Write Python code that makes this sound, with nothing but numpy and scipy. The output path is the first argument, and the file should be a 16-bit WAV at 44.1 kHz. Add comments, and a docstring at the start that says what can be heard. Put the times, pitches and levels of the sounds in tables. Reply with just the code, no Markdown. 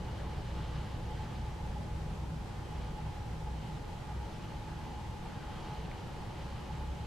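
"""Behind a closed window, facing rooftops and trees in a wet gale.
Fluctuating wind pressure makes the house rumble and drives the pane and the room at their resonances;
the draught excites a hollow, wavering note in the gaps of the frame. Straight ahead, turbulence roars
over the roofs, the trees rush, fine rain hisses with the gusts and one bigger drop ticks on the glass.
A wide, steady hiss lies under it all."""
import sys
import numpy as np
from scipy import signal
from scipy.io import wavfile
from scipy.ndimage import uniform_filter1d

SR = 44100
rng = np.random.default_rng(int(sys.argv[2]) if len(sys.argv) > 2 else 0)


def to_wav(sig):
    """Store sig (one row per channel, or 1-D mono) as 16-bit WAV at the path in sys.argv[1].

    Samples outside -1..1 are clipped; the rate is SR.
    """
    pcm = np.clip(np.atleast_2d(sig), -1, 1) * 32767
    pcm = np.round(pcm).astype(np.int16)
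    wavfile.write(sys.argv[1], SR, pcm.T)  # frames by channels


N = 311346

# Wind pressure on the house, easing halfway through. Each row: time in seconds, level in dB.
BUFFET = [(0.0, -39.5), (1.45, -39.5), (2.05, -39), (2.62, -41), (2.9, -40), (4.0, -42), (5.8, -42),
          (7.06, -41.5)]
# The room's drone, strongest in the first half. Each row: time in seconds, level in dB.
DRONE_LEVEL = [(0.0, -69), (0.4, -50.5), (1.7, -52), (1.9, -47), (2.15, -46.5), (2.6, -53), (3.5, -52.5),
               (4.1, -55.5), (4.6, -53), (5.2, -58), (5.8, -54), (6.4, -58), (7.06, -50)]
# The draught's note and the frame's weaker resonances. Each row: time in seconds, level in dB.
DRAUGHT_LEVEL = [(0.0, -56.5), (0.75, -57), (1.1, -54.5), (1.65, -57.5), (1.92, -54), (2.2, -59),
                 (2.55, -57), (3.0, -55), (3.9, -56), (4.9, -53.5), (5.6, -55), (6.05, -57), (7.06, -55.5)]
FRAME_LEVEL = [(0.0, -64), (0.3, -58.5), (0.7, -61), (1.15, -58), (1.8, -58.5), (2.75, -56.5), (3.45, -59),
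               (4.25, -57.5), (4.6, -60), (4.98, -54), (5.4, -58.5), (6.1, -56), (7.06, -60)]
# Wind over the near roofs and in the far trees. Each row: time in seconds, level in dB.
ROOF_WIND = [(0.0, -51), (1.0, -53.5), (2.6, -56), (3.8, -55), (4.3, -54.5), (5.2, -57), (5.8, -53),
             (7.06, -56)]
TREE_WIND = [(0.0, -59.5), (0.27, -54.5), (0.43, -58.5), (0.62, -54), (0.88, -56.5), (1.02, -62),
             (1.3, -56), (1.6, -61), (2.4, -61.5), (2.88, -58.5), (3.3, -63), (3.75, -62.5), (4.05, -58),
             (4.3, -61), (4.82, -57.5), (5.17, -63.5), (5.36, -55), (5.68, -55), (5.85, -58.5),
             (6.55, -56.5), (7.0, -60.5)]
# Gusts that drive the rain and bend the note. Each row: time in seconds, relative strength in dB.
GUSTS = [(0.0, 1), (0.2, 2), (0.45, 2), (0.67, 3.5), (0.88, 3), (1.03, -0.1), (1.22, 1.2), (1.4, 0),
         (1.55, -3), (2.48, -4.5), (2.85, 0.7), (3.1, -2), (3.38, -4.5), (3.62, 1.4), (3.95, -4),
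         (4.28, -1.3), (4.44, 1.7), (4.65, -1.6), (4.9, 0.1), (5.2, -1), (5.4, 0.1), (5.72, 3), (5.95, 1.3),
         (6.2, 0.3), (6.42, 1.5), (6.63, 1.37), (6.85, -1), (7.06, 2)]

# Puffs of air that lift the pane's boom, the drone, the draught's note and the thin high note.
# Each row: time of the peak in seconds, length in seconds, rise in dB.
PANE_SHOVES = [(0.55, 0.4, 3.5), (2.803, 0.18, 8.5), (3.56, 0.34, 8), (4.156, 0.4, 13), (5.04, 0.27, 2.5),
               (5.84, 0.22, 9), (6.44, 0.35, 5), (6.857, 0.4, 11)]
DRONE_SWELLS = [(0.358, 0.084, 7), (0.755, 0.15, 7), (2.348, 0.14, 7), (3.047, 0.11, 10.5),
                (3.375, 0.17, 7), (3.726, 0.16, 8), (4.724, 0.16, 10), (5.841, 0.13, 10), (6.74, 0.18, 9)]
WHISTLE_FLARES = [(0.085, 0.045, 13), (0.274, 0.1, 4), (0.603, 0.082, 7.5), (1.119, 0.063, 6),
                  (1.215, 0.07, 7), (1.455, 0.068, 7.5), (1.586, 0.065, 6), (1.649, 0.046, 9.5),
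                  (1.771, 0.04, 10), (2.73, 0.039, 8), (2.988, 0.072, 8), (3.095, 0.065, 6),
                  (3.21, 0.11, 4.5), (3.473, 0.066, 7.5), (3.696, 0.064, 6.5), (3.926, 0.05, 4),
                  (4.102, 0.049, 7), (4.24, 0.14, 2), (4.541, 0.071, 4), (4.688, 0.033, 6.5),
                  (4.936, 0.077, 4), (5.501, 0.063, 4), (5.72, 0.12, 8.5), (6.707, 0.046, 7),
                  (6.824, 0.06, 9)]
THIN_SWELLS = [(0.66, 0.55, 6.5), (1.22, 0.4, 6.5), (2.82, 0.91, 6.5), (5.66, 0.7, 7)]

# Resonances of the pane and the room. Each row: frequency in Hz, width in Hz, relative level in dB.
PANE_MODES = [(62.64, 4.4, 0)]
ROOM_MODES = [(114.9, 8.9, 1.5), (175.3, 12.6, -3.5)]
DRONE_MODES = [(153.6, 9.5, 0)]
# Resonances of the frame's gaps: the main note, the weaker tones, the thin note, the rain's colouring.
# Each row: frequency in Hz, width in Hz, relative level in dB.
WHISTLE_MODES = [(841, 8, 0), (850.5, 15, -0.3), (862, 32, -2.5)]
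FRAME_MODES = [(741, 10, -3), (775, 26, -2), (822, 20, -2.5), (926, 28, 0), (1030, 45, -4.5),
               (1218, 25, -11)]
THIN_MODES = [(3140, 40, -2.5), (3235, 60, 0), (3310, 110, -4)]
RAIN_GAP_MODES = [(2857, 45, 1.5), (2980, 150, 3.5), (3190, 160, 0), (3560, 250, -3), (4240, 260, 0)]
# Hollow tones of the eaves. Each row: frequency in Hz, width in Hz, relative level in dB.
EAVES_MODES = [(326, 22.3, 2), (559.5, 42, 1)]

# Spectra of the broadband sources. Each row: frequency in Hz, relative spectral density in dB.
RUMBLE_SPECTRUM = [(12, 0), (22, -3.5), (38, 4), (52, -3), (80, 0.5), (120, 0.5), (160, -5.5), (205, -6),
                   (260, -25), (400, -28)]
ROAR_SPECTRUM = [(180, 0), (300, -5.5), (430, 0.7), (550, -7), (660, -3), (900, -11), (1300, -26)]
TREE_SPECTRUM = [(600, -7.5), (1000, 1.5), (1400, -2.5), (1800, -5), (2200, -11), (5000, -22)]
RAIN_SPECTRUM = [(1200, -9), (2000, -1.5), (3000, -0.5), (4200, -5), (5500, -11), (8000, -27), (14000, -39)]
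HISS_SPECTRUM = [(50, -31), (100, 0), (160, -1.5), (240, 1), (440, -0.5), (530, -5.5), (900, -7.5),
                 (2000, -13), (4000, -18.5), (7000, -24), (10000, -30), (12000, -34), (13600, -30),
                 (15500, -49)]
# Likeness of left and right. Each row: frequency in Hz, correlation coefficient.
RUMBLE_CORRELATION = [(40, .9995), (200, .99)]
OUTDOOR_CORRELATION = [(200, 0.83), (8000, 0.9)]
HISS_CORRELATION = [(450, 0), (2000, 0.087), (4000, 0.26), (8000, 0.47), (14000, 0.32)]

# A drop on the window. Each row: start in seconds, peak level in dB, ringing frequency in Hz.
DROPS = [(5.9145, -40.5, 2190)]


def house(rumble_db=-2.0, room_db=-15.0):
    """Forced vibration: wind pressure shakes the house and excites the room's modes in proportion."""
    buffet = in_time(BUFFET)
    rumble = air_noise(RUMBLE_SPECTRUM, RUMBLE_CORRELATION, flutter_db=0.5, flutter_rate=2.8)
    rumble = sustained(rumble, memory_s=0.18)
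    room = sustained(blown(ROOM_MODES), memory_s=0.31)
    return from_db(buffet + rumble_db) * rumble + from_db(buffet + room_db) * room


def pane_boom(base_db=-48.5, db_per_buffet_db=3.6):
    """Plate resonance: the pane booms in one low mode, harder with each shove of air."""
    buffet = in_time(BUFFET)
    swing_db = base_db + db_per_buffet_db * (buffet - buffet.mean()) + swells(PANE_SHOVES)
    return from_db(swing_db) * sustained(blown(PANE_MODES), memory_s=0.26)


def room_drone():
    """Standing wave: one mode of the room wells up and recedes."""
    level_db = in_time(DRONE_LEVEL) + swells(DRONE_SWELLS)
    return from_db(level_db) * sustained(blown(DRONE_MODES), memory_s=0.052)


def draught_whistle(gain_db=-0.3, right_db=1.5, pitch_per_gust_db=0.0012, pitch_waver=0.00399):
    """Flow-excited resonance: the draught sings in the frame, its pitch rising slightly in gusts."""
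    level_db = in_time(DRAUGHT_LEVEL) + swells(WHISTLE_FLARES) + gain_db
    speed = 1 + pitch_per_gust_db * in_time(GUSTS) + pitch_waver * drift(5.54)
    note = bent(blown(WHISTLE_MODES, correlation=0.99), speed)
    pan = from_db([[-right_db / 2], [right_db / 2]])
    return from_db(level_db) * sustained(note, memory_s=0.079) * pan


def frame_tones(thin_db=-76.5):
    """Secondary resonances of the gaps: hollow tones and a thin high note swell independently."""
    thin = from_db(thin_db + swells(THIN_SWELLS))
    return from_db(in_time(FRAME_LEVEL)) * blown(FRAME_MODES) + thin * blown(THIN_MODES)


def roof_roar(eaves_db=-5.5):
    """Turbulence: eddies over the roofs radiate broad noise and excite the resonances of the eaves."""
    roar = air_noise(ROAR_SPECTRUM, OUTDOOR_CORRELATION, flutter_db=2.5, flutter_rate=9.0)
    eaves = from_db(eaves_db) * blown(EAVES_MODES, correlation=0.75)
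    return from_db(in_time(ROOF_WIND)) * (roar + eaves)


def tree_rush():
    """Incoherent summation: countless far twigs in the wind merge into one rush."""
    rush = air_noise(TREE_SPECTRUM, OUTDOOR_CORRELATION, flutter_db=2.4, flutter_rate=10.0)
    return from_db(in_time(TREE_WIND)) * rush


def fine_rain(level_db=-63.0, gaps_db=-6.0, rain_per_gust_db=0.92, gaps_per_gust_db=1.8):
    """Dense random impacts merge into a hiss that follows the gusts, coloured by the gaps' resonances."""
    gust_db = in_time(GUSTS)
    sheets = air_noise(RAIN_SPECTRUM, OUTDOOR_CORRELATION, flutter_db=2.5, flutter_rate=20.0)
    through_gaps = from_db(gaps_db + gaps_per_gust_db * gust_db) * blown(RAIN_GAP_MODES)
    return from_db(level_db) * (from_db(rain_per_gust_db * gust_db) * sheets + through_gaps)


def drop_tick(rise_s=0.00063):
    """Damped impact: a soft wet contact rings for a few cycles and dies within milliseconds."""
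    out = np.zeros(N)
    for start, peak_db, hz in DROPS:
        age = np.maximum(np.arange(N) / SR - start, 0)
        envelope = age / rise_s * np.exp(1 - age / rise_s)
        out += from_db(peak_db) * envelope * np.sin(2 * np.pi * hz * age)
    return out


def steady_hiss(level_db=-51.0):
    """Diffuse noise: low correlation makes this even background wide; the gusts do not move it."""
    return from_db(level_db) * air_noise(HISS_SPECTRUM, HISS_CORRELATION, flutter_db=0.5, flutter_rate=9.3)


def air_noise(spectrum, correlations, flutter_db, flutter_rate):
    """Amplitude modulation: third-octave bands of stereo noise flutter, partly in step; rms 1."""
    edges = 12.5 * 2 ** (np.arange(32) / 3)
    white = rng.standard_normal((2, 2, N + SR // 2))
    out, together = 0, drift(flutter_rate)
    for k, (low, high) in enumerate(zip(edges, edges[1:])):
        if high < spectrum[0][0] or low > spectrum[-1][0]:
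            continue
        hz = np.sqrt(low * high)
        band = signal.butter(2, [low, high], "band", fs=SR, output="sos")
        mid, side = signal.sosfilt(band, white[k % 2])[:, -N:]  # adjacent bands use unrelated noise
        flutter = flutter_db * (together + drift(flutter_rate)) / 2
        out += from_db(at_hz(spectrum, hz) + flutter) * stereo(mid, side, at_hz(correlations, hz))
    return rms_one(out)


def blown(modes, correlation=1.0):
    """Random excitation: noise keeps each resonance ringing with wandering amplitude and phase; rms 1."""
    out = 0
    for hz, width, db in modes:
        radius = np.exp(-np.pi * np.sqrt(2) * width / SR)
        resonator = [1 - radius, 0, radius - 1, 1, -2 * radius * np.cos(2 * np.pi * hz / SR), radius ** 2]
        turbulence = rng.standard_normal((2, N + SR // 2))
        mid, side = signal.sosfilt([resonator, resonator], turbulence)[:, -N:]
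        out += from_db(db) * stereo(rms_one(mid), rms_one(side), correlation)
    return rms_one(out)


def sustained(x, memory_s):
    """Steady oscillation: division by the running rms evens out swells slower than the memory."""
    power = uniform_filter1d(np.mean(x ** 2, axis=0), max(int(memory_s * SR), 2))
    return x / np.sqrt(power + 1e-9)


def swells(rows):
    """Superposition: each puff of air adds one cosine arch to the level in dB."""
    t = np.arange(N) / SR
    return sum(rise_db * np.cos(np.pi * np.clip((t - peak_s) / length_s, -.5, .5))
               for peak_s, length_s, rise_db in rows)


def bent(x, speed):
    """Frequency modulation: reading a stereo sound at a changing speed bends its pitch."""
    position = np.cumsum(speed / speed.mean()) - 1
    return np.array([np.interp(position, np.arange(N), channel) for channel in x])


def drift(rate):
    """Low-passed noise: a random curve of rms 1 that changes about `rate` times a second."""
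    hop, settle = 100, 1000  # samples per step; steps for the filter to settle
    pole = np.exp(-2 * np.pi * rate * hop / SR)
    white = rng.standard_normal(N // hop + settle + 2)
    slow = signal.lfilter([1], [1, -2 * pole, pole ** 2], white)[settle:]
    return np.interp(np.arange(N) / hop, np.arange(len(slow)), rms_one(slow))


def stereo(mid, side, correlation):
    """Sum and difference: two unrelated noises become a left and right with the given correlation."""
    correlation = np.clip(correlation, -1, 1)
    return np.sqrt(1 + correlation) * mid + np.sqrt(1 - correlation) * side * np.array([[1], [-1]])


def in_time(rows):
    """Linear interpolation of a curve at every sample."""
    seconds, values = np.transpose(rows)
    return np.interp(np.arange(N) / SR, seconds, values)


def at_hz(rows, hz):
    """Interpolation on a log-frequency axis."""
    frequencies, values = np.transpose(rows)
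    return np.interp(np.log(hz), np.log(frequencies), values)


def from_db(db):
    """Decibels to amplitude ratio."""
    return 10 ** (np.asarray(db) / 20)


def rms_one(x):
    """Normalisation to rms 1."""
    return x / np.sqrt(np.mean(x ** 2) + 1e-20)


def scene():
    """Superposition: the pressures of all sources add behind the glass."""
    building = house() + pane_boom() + room_drone() + draught_whistle() + frame_tones()
    weather = roof_roar() + tree_rush() + fine_rain() + drop_tick()
    return building + weather + steady_hiss()


def record(dry, cutoff_hz=15400):
    """Band limiting: a steep elliptic low-pass removes the highest treble."""
    return signal.sosfilt(signal.ellip(12, .1, 90, cutoff_hz, fs=SR, output="sos"), dry)


dry = scene()
out = record(dry)
to_wav(out)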